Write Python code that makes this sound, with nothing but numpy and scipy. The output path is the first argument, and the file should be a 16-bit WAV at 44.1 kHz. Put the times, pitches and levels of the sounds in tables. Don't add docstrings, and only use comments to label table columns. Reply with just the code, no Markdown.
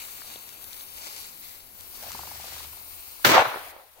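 import sys
import numpy as np
from scipy import signal
from scipy.fft import rfft, irfft
from scipy.io import wavfile
from scipy.ndimage import uniform_filter1d

SR = 44100
rng = np.random.default_rng(int(sys.argv[2]) if len(sys.argv) > 2 else 0)


def inscribe(sig):
    pcm = np.round(np.clip(np.atleast_2d(sig).T, -1, 1) * 32767)
    wavfile.write(sys.argv[1], SR, pcm.astype(np.int16))


def magnitude_from_level(level_db):
    exponent = np.asarray(level_db, float) / 20
    return 10 ** exponent


N = 176400
RIGHT_LATE_S = 0.00018


def evened(x):
    return x / np.sqrt(np.mean(x ** 2) + 1e-20)


def steadied(x, span_s):
    power = uniform_filter1d((x ** 2).mean(0), round(span_s * SR))
    return x / np.sqrt(abs(power) + 0.0198)


def read(points, hz):
    f, value = np.transpose(points)
    return np.interp(np.log(hz + 1), np.log(f + 1), value)


def add(mix, s, sound):
    part = mix[:, round(s * SR):][:, :sound.shape[1]]
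    part += sound[:, :part.shape[1]]


def sides(db):
    return magnitude_from_level([[db / 2], [-db / 2]])


def grains(per_s, spread_db):
    size = magnitude_from_level(spread_db * np.minimum(rng.exponential(1, (2, N)), 5))
    sign = rng.choice([-1, 1], (2, N))
    return size * sign * (rng.random((2, N)) < per_s / SR)


def burst(hz, turns, sag=0):
    u = np.arange(0, turns / hz, 1 / SR) * hz / turns
    return np.sin(np.pi * u) ** 1.25 * np.sin(2 * np.pi * turns * u * (1 + sag * (1 - u)))


def hump(u, at, rise, fall):
    return np.where(u < at, np.exp(-((u - at) / rise) ** 2), np.exp(-abs(u - at) / fall))


def near_path(hz, t):
    # start_s, path_stretch, close_share (0-1), treble_share (0-1), notch_hz
    walker = [(0, 1.02, .8, .6, 3250), (.45, .98, .9, 1, 3100), (.75, 1.02, .9, 1, 2800),
              (.9, .98, 1, 1, 2700), (1.1, 1.02, 1, .55, 2650), (1.25, .98, .95, .4, 2650),
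              (1.5, 1.07, .95, .5, 2600), (1.85, .94, .9, .9, 2550), (2.05, .97, .55, .3, 2600),
              (2.6, .97, .55, .3, 2750), (2.8, .97, .95, .3, 2950), (3.2, .95, 1, .3, 3000),
              (3.3, .95, .4, .3, 3000)]
    # pitch_hz, left_right_likeness (0-1)
    near_likeness = [(60, .9), (700, .75), (1750, .95), (2400, .75), (3300, .85), (5000, .93), (6500, .75),
                     (9000, .15)]
    # pitch_hz, right_lag_turns
    near_turns = [(1, 0), (1750, .5), (3300, 1.5), (5200, 2.5), (7500, 3.5), (16000, 7)]
    s, stretch, share, treble, notch_hz = np.transpose(walker)
    f, turns = np.transpose(near_turns)
    share = np.interp(t, s, share)
    high = np.interp(hz, [3700, 4600], [0, 1])
    lag = np.exp(-2j * np.pi * np.interp(hz * np.interp(t, s, stretch), f, turns))
    notch_width_hz, notch_db = 200, -16
    dip = np.exp(-((hz - np.interp(t, s, notch_hz)) / notch_width_hz) ** 2)
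    notch = magnitude_from_level(notch_db * share ** 2 * dip)
    likeness = (1 - high) * share + high * np.interp(t, s, treble)
    return read(near_likeness, hz) * likeness, lag, notch


def colour(x, spectrum, patchy_db=0., flicker_db=0., like=0., lean=1.0, late=0.79, housing=0.21,
           extra=None, alike=None, near=False):
    # pitch_hz, width_hz, level_db
    ports = [(1900, 130, -4), (2250, 250, 3), (4200, 600, 2)]
    # pitch_hz, left_over_right_db
    leaning = [(60, -1), (700, 3), (1750, 5), (2400, 3), (4400, -2.2), (8100, 12), (12000, 36),
               (15000, -0.5)]
    # pitch_hz, left_right_likeness (0-1)
    usual_likeness = [(60, 1), (300, 0.62), (700, 0.71), (1400, 0.062), (3000, 0.05), (7000, 0.014)]
    hz, t, z = signal.stft(x, SR, nperseg=256)

    field = rng.standard_normal((len(t), len(hz))).T
    quick = evened(uniform_filter1d(uniform_filter1d(field, size=5, axis=0), size=24, axis=1))
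    slow = evened(uniform_filter1d(uniform_filter1d(field[::-1], size=9, axis=0), size=150, axis=1))
    flicker = evened(uniform_filter1d(rng.standard_normal(len(t)), size=9))

    if near:
        same, lag, notch = near_path(hz[:, None], t)
    else:
        likeness = usual_likeness if alike is None else alike
        same = np.clip(read(likeness, hz) + like, -1, 1)[:, None]
        lag, notch = np.exp(-2j * np.pi * hz * late * RIGHT_LATE_S)[:, None], 1
    right = notch * (same * z[0] * lag + np.sqrt(1 - same ** 2) * z[1])
    tilt = lean * read(leaning, hz)[:, None] / 2
    z = np.array([z[0], right]) * magnitude_from_level([tilt, -tilt])

    resonance = housing * sum(db * np.exp(-((hz - f) / w) ** 2) for f, w, db in ports)
    steady_db = (read(spectrum, hz) + resonance)[:, None]
    level = magnitude_from_level(steady_db + patchy_db * (quick + slow) + flicker_db * flicker)
    scale = np.sqrt(np.mean(signal.istft(z * level, SR, nperseg=256)[1] ** 2))
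    if extra:
        level = level * magnitude_from_level(extra(hz[:, None], t))
    return signal.istft(z * level, SR, nperseg=256)[1][:, :N] / scale


def grass():
    # start_s, stirring_db, finer_blades_db
    rustle = [(0, -47, 3), (.1, -50.5, 5), (.34, -48.5, 3), (.4, -54, 7), (.62, -53.5, 5.5),
              (.74, -50.5, 6.5), (.9, -55.5, 9.5), (1.04, -46.5, 2.5), (1.22, -49, 5.5), (1.33, -57, 8.5),
              (1.5, -51.5, 6.5), (1.63, -61, 7), (1.9, -56.5, 12), (2.0, -48.5, 4), (2.3, -50, 4.5),
              (2.6, -47.5, 4.5), (2.7, -55.5, 11), (3.2, -55, 8.5)]
    # pitch_hz, level_db (per Hz)
    fizz_spectrum = [(5000, -14.5), (7800, -11.5), (9500, -5.5), (12000, -17.5), (14500, 8), (16200, 2)]
    # pitch_hz, level_db (per Hz)
    stem_spectrum = [(100, -20), (200, -16), (900, -5), (2200, -2.5), (4800, -1), (8000, -9), (12000, -25)]
    # pitch_hz, level_db (per Hz)
    air_spectrum = [(30, -4), (170, -3.5), (1000, -3), (1700, -8), (4700, -29), (7800, -25), (10000, -14.5),
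                    (15000, -7.5)]
    stems_db, air_db = 2.5, -50.5
    t = np.arange(N) / SR
    s, stir_db, fine_db = np.transpose(rustle)
    hiss = rng.standard_normal((3, 2, N))
    blades = hiss[0] + .45 * evened(grains(900, 3.5))
    fizz = colour(blades, fizz_spectrum, patchy_db=1.3, flicker_db=1., near=True)
    rubbing = hiss[1] + .45 * evened(grains(500, 3.3))
    stems = colour(rubbing, stem_spectrum, patchy_db=.9, flicker_db=1.2, near=True)
    air = colour(hiss[2], air_spectrum, patchy_db=.9, flicker_db=.5, near=True)
    stir = magnitude_from_level(np.interp(t, s, stir_db) + 3.0)
    fine = magnitude_from_level(np.interp(t, s, fine_db))
    return stir * (fine * fizz + magnitude_from_level(stems_db) * stems) + magnitude_from_level(air_db) * air


def wind():
    # pitch_hz, level_db (per Hz)
    wind_spectrum = [(20, -1.5), (45, -4), (75, 4), (120, -10.5), (250, -33), (600, -19.5)]
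    air = rng.standard_normal((2, N))
    lumps = magnitude_from_level(3.5 * evened(uniform_filter1d(air[0, ::-1], size=4000)))
    tone = magnitude_from_level(read(wind_spectrum, np.fft.rfftfreq(N, 1 / SR)))
    rumble = evened(irfft(rfft(air) * tone, N))
    return magnitude_from_level(-58) * lumps * rumble * sides(5.3)


def snaps():
    # start_s, peak_db, ring_hz, ring_turns
    stalks = [(.219, -33.5, 1400, 1.9), (.359, -37, 527, 1.35), (0.359, -36.5, 3700, 8.7),
              (0.492, -24, 6200, 0.91), (0.643, -18, 12000, 1.3), (0.645, -41, 4000, 5.6),
              (.731, -37, 4070, 8.3), (0.7313, -27, 6960, 1.8), (.533, -44, 3480, 4),
              (.808, -37, 3760, 5.7), (1.375, -30, 11000, 1.2), (1.776, -37, 11000, 1.4),
              (1.809, -23.5, 9800, 1.46), (2.119, -18.5, 5850, 0.98)]
    out = np.zeros((2, N))
    for s, db, hz, turns in stalks:
        add(out, s, magnitude_from_level(db) * sides(8.4) * burst(hz, turns))
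    return out


def wings():
    # start_s, peak_db, pitch_hz
    claps = [(2.034, -45, 694), (2.065, -40.5, 664), (2.107, -36, 980), (2.15, -32.5, 890),
             (2.193, -32.5, 830), (2.234, -36.5, 830), (2.274, -36.5, 864), (2.315, -37, 800),
             (2.357, -42.5, 780), (2.398, -38.5, 785), (2.441, -38, 785), (2.478, -47, 730),
             (2.521, -39.5, 810), (2.565, -40, 850), (2.605, -39.5, 950), (2.647, -42.5, 970),
             (2.732, -44, 1020), (2.772, -47.5, 850), (2.814, -46.5, 990)]
    # start_s, peak_db, pitch_hz
    flicks = [(2.028, -41, 630), (2.042, -39.5, 750), (2.084, -42, 660), (2.119, -40, 1240),
              (2.254, -44, 640), (2.346, -51, 615), (2.457, -44, 716), (2.49, -56, 840), (2.892, -61, 660),
              (3.144, -53, 1010), (3.158, -50, 990), (3.198, -43, 970)]
    # start_s, level_db
    throb = [
        (1.95, -87),
        (2.05, -60),
        (2.4, -60),
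        (2.44, -73),
        (2.5, -68),
        (2.7, -68),
        (2.75, -77),
        (2.9, -72),
    ]
    # beat_multiple, level_db
    throb_orders = [(2, -23), (3, 3.5), (4, -4), (5, -7)]
    beat_hz, clap_db, clap_turns = 24.0, 1, 4.7
    swish_db, swish_s, wash_db = -13.5, 0.033, -7
    t = np.arange(N) / SR
    out, puffs = np.zeros((2, N)), np.zeros((2, N))

    puff = np.exp(-np.arange(4000)[None] / SR / swish_s)
    for s, db, hz in claps:
        add(out, s - .001, magnitude_from_level(db + clap_db) * sides(1.5) * burst(hz, clap_turns, .22))
        other_s = s - .002 * (.5 + rng.random())
        add(out, other_s, magnitude_from_level(db + clap_db - 6) * burst(hz * 1.3, clap_turns)[None])
        add(puffs, s - .004, magnitude_from_level(db + swish_db) * puff)
    for s, db, hz in flicks:
        add(out, s - .002, magnitude_from_level(db + clap_db) * sides(1.7) * burst(hz, 4.36))
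    out[1] = np.roll(out[1], round(RIGHT_LATE_S * SR))

    add(puffs, 1.966, magnitude_from_level(-49) * np.hanning(round(0.12 * SR))[None] ** 0.059)
    swish_spectrum = [(200, -2), (500, -7.5), (800, -4.5), (1300, -7.5), (4000, -22.5)]
    swish = colour(rng.standard_normal((2, N)), swish_spectrum, patchy_db=1.5, like=0.27)

    s, db = np.transpose(throb)
    effort = uniform_filter1d(magnitude_from_level(np.interp(t, s, db, -120, -120)), size=900)
    beat = sum(magnitude_from_level(d + 4.0) * np.sin(2 * np.pi * (k * beat_hz * t + rng.random()))
               for k, d in throb_orders)
    drift = signal.detrend(uniform_filter1d(abs(swish[0]), size=2500))
    waver = magnitude_from_level(3 * evened(drift))
    return out + (puffs + magnitude_from_level(wash_db) * effort) * swish + sides(1.4) * effort * beat * waver


def blast(u):
    # pitch_hz, level_db (per Hz)
    blast_spectrum = [(100, -41), (300, 3), (700, -8), (1500, 7.5), (2700, -9.5), (4100, -1.5), (9000, -27),
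                      (15000, -33)]
    blast_db, blast_s, lead_db, lead_s = -7, .0042, -26, .006
    noise = colour(rng.standard_normal((2, N)), blast_spectrum, like=-0.031, lean=0)
    front = magnitude_from_level(blast_db) * (u > 0) * np.exp(-(u / blast_s) ** 4) * sides(-0.64)
    lead = magnitude_from_level(lead_db) * np.clip(1 + u / lead_s, 0, 1) * (u < 0)
    late = magnitude_from_level(-6.5) * hump(u, .0072, 0.00093, 0.0018) * [[1], [.3]]
    return steadied(noise, 0.002) * (front + lead + late)


def ground_thuds():
    # start_s, peak_db, pitch_hz, ring_turns
    thuds = [
        (3.257, -25, 135, 3.3),
        (3.303, -24, 316, 9),
        (3.385, -33.5, 110, 2.5),
        (3.455, -43.5, 125, 4.8),
    ]
    out = np.zeros((2, N))
    for s, db, hz, turns in thuds:
        add(out, s, magnitude_from_level(db) * sides(3.5) * burst(hz, turns))
    return out


def grass_scatter(u, shot_s):
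    # pitch_hz, level_db (per Hz)
    scatter_spectrum = [(60, -28), (130, -7.5), (250, -3), (800, -3), (2000, -2), (6500, -13),
                        (10000, -22.5), (15000, -11)]
    # pitch_hz, fall_db (per s)
    scatter_fall = [(130, 164.5), (260, 109.5), (800, 60), (2200, 60), (5000, 77), (8000, 96.5),
                    (15000, 152)]
    # pitch_hz, left_right_likeness (0-1)
    shot_likeness = [(60, .1), (150, 0.45), (300, 0.45), (700, 0.46), (1400, 0.21), (3000, 0.098),
                     (7000, .05)]
    # peak_s, width_s, level_db
    thickets = [
        (3.268, 0.011, 2),
        (3.283, 0.0036, -3),
        (3.299, 0.0046, 2.5),
        (3.311, 0.0043, 0.5),
        (3.319, .003, 5.5),
        (3.334, 0.0054, 1),
        (3.352, 0.0089, 3.5),
        (3.4, .008, 0.5),
    ]

    def fall(hz, t):
        return -read(scatter_fall, hz) * np.clip(t - shot_s, 0, None)

    noise = rng.standard_normal((2, N)) + 0.46 * evened(grains(3000, 2.0))
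    scatter = colour(noise, scatter_spectrum, patchy_db=1.37, flicker_db=0.45, like=-0.067, lean=0.22,
                     housing=0.13, extra=fall, alike=shot_likeness)
    reach_db = np.maximum(-280 * np.clip(u - (3.41 - shot_s), 0, None), -7)
    growth_db = sum(db * hump(u, s - shot_s, w, w) for s, w, db in thickets)
    return scatter * magnitude_from_level(-12 + reach_db + growth_db) * np.clip(u / 0.00084, 0, 1)


def tree_echoes(u, shot_s):
    # pitch_hz, level_db (per Hz)
    tree_spectrum = [(240, -38.5), (380, -8.5), (640, -3), (1000, -8), (1400, -13), (3400, -19.5),
                     (9000, -58.5)]
    # arrival_s, swell_s, fade_s, level_db
    stands = [(3.34, 0.0053, 0.0071, -16), (3.356, 0.017, 0.03, -14), (3.37, 0.0042, 0.0082, -11),
              (3.381, 0.0027, 0.0041, -4.5), (3.393, 0.0026, 0.017, -12), (3.425, 0.014, 0.004, -17),
              (3.438, .004, .008, -28.5), (3.456, 0.0081, 0.014, -22), (3.489, .012, 0.028, -32),
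              (3.518, 0.0085, 0.017, -32.5), (3.543, 0.0031, 0.0069, -28), (3.56, 0.001, 0.003, -27),
              (3.573, .005, 0.0047, -31.5), (3.62, 0.053, 0.04, -44.5), (3.674, 0.011, 0.012, -42.5),
              (3.74, 0.042, 0.031, -48), (3.765, 0.0015, 0.0021, -38), (3.8, 0.032, 0.057, -50.5),
              (3.99, 0.033, .02, -54.5)]

    def dull(hz, t):
        return -22 * np.log2(np.maximum(hz / 1000, 1)) * np.clip(t - 3.38, 0, None)

    trunks = colour(grains(1500, 1.5), tree_spectrum, patchy_db=2.8, like=0.062, lean=0.63, late=0.43,
                    housing=0.28, extra=dull)
    trunks = signal.sosfilt(signal.butter(4, 290, "high", fs=SR, output="sos"), trunks)
    power = sum((magnitude_from_level(db) * hump(u, s - shot_s, rise, fade)) ** 2 for s, rise, fade, db in stands)
    return steadied(trunks, 0.0032) * np.sqrt(power)


def shot(shot_s):
    u = np.arange(N) / SR - shot_s
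    sound = blast(u) + ground_thuds() + grass_scatter(u, shot_s) + tree_echoes(u, shot_s)
    return signal.sosfilt(signal.butter(3, 85, "high", fs=SR, output="sos"), sound)


def scene():
    t = np.arange(N) / SR
    shot_s = 3.2475
    duck_db = -2 * (t > shot_s) - 10 * np.clip((t - 3.71) / 0.014, 0, 1)
    field = (grass() + snaps() + wings()) * magnitude_from_level(duck_db)
    return field + wind() * magnitude_from_level(0.58 * duck_db) + shot(shot_s)


def top_cut(x):
    return signal.sosfilt(signal.butter(12, 16800, fs=SR, output="sos"), x)


def record(dry):
    ceiling, edge_hz = 0.99, 15850
    overloaded = ceiling * np.tanh(dry / ceiling)
    edge = signal.firwin(1201, edge_hz, window=("kaiser", 8), fs=SR)
    finished = signal.oaconvolve(overloaded, edge[None], "same")
    return top_cut(finished)


dry = scene()
out = record(dry)
inscribe(out)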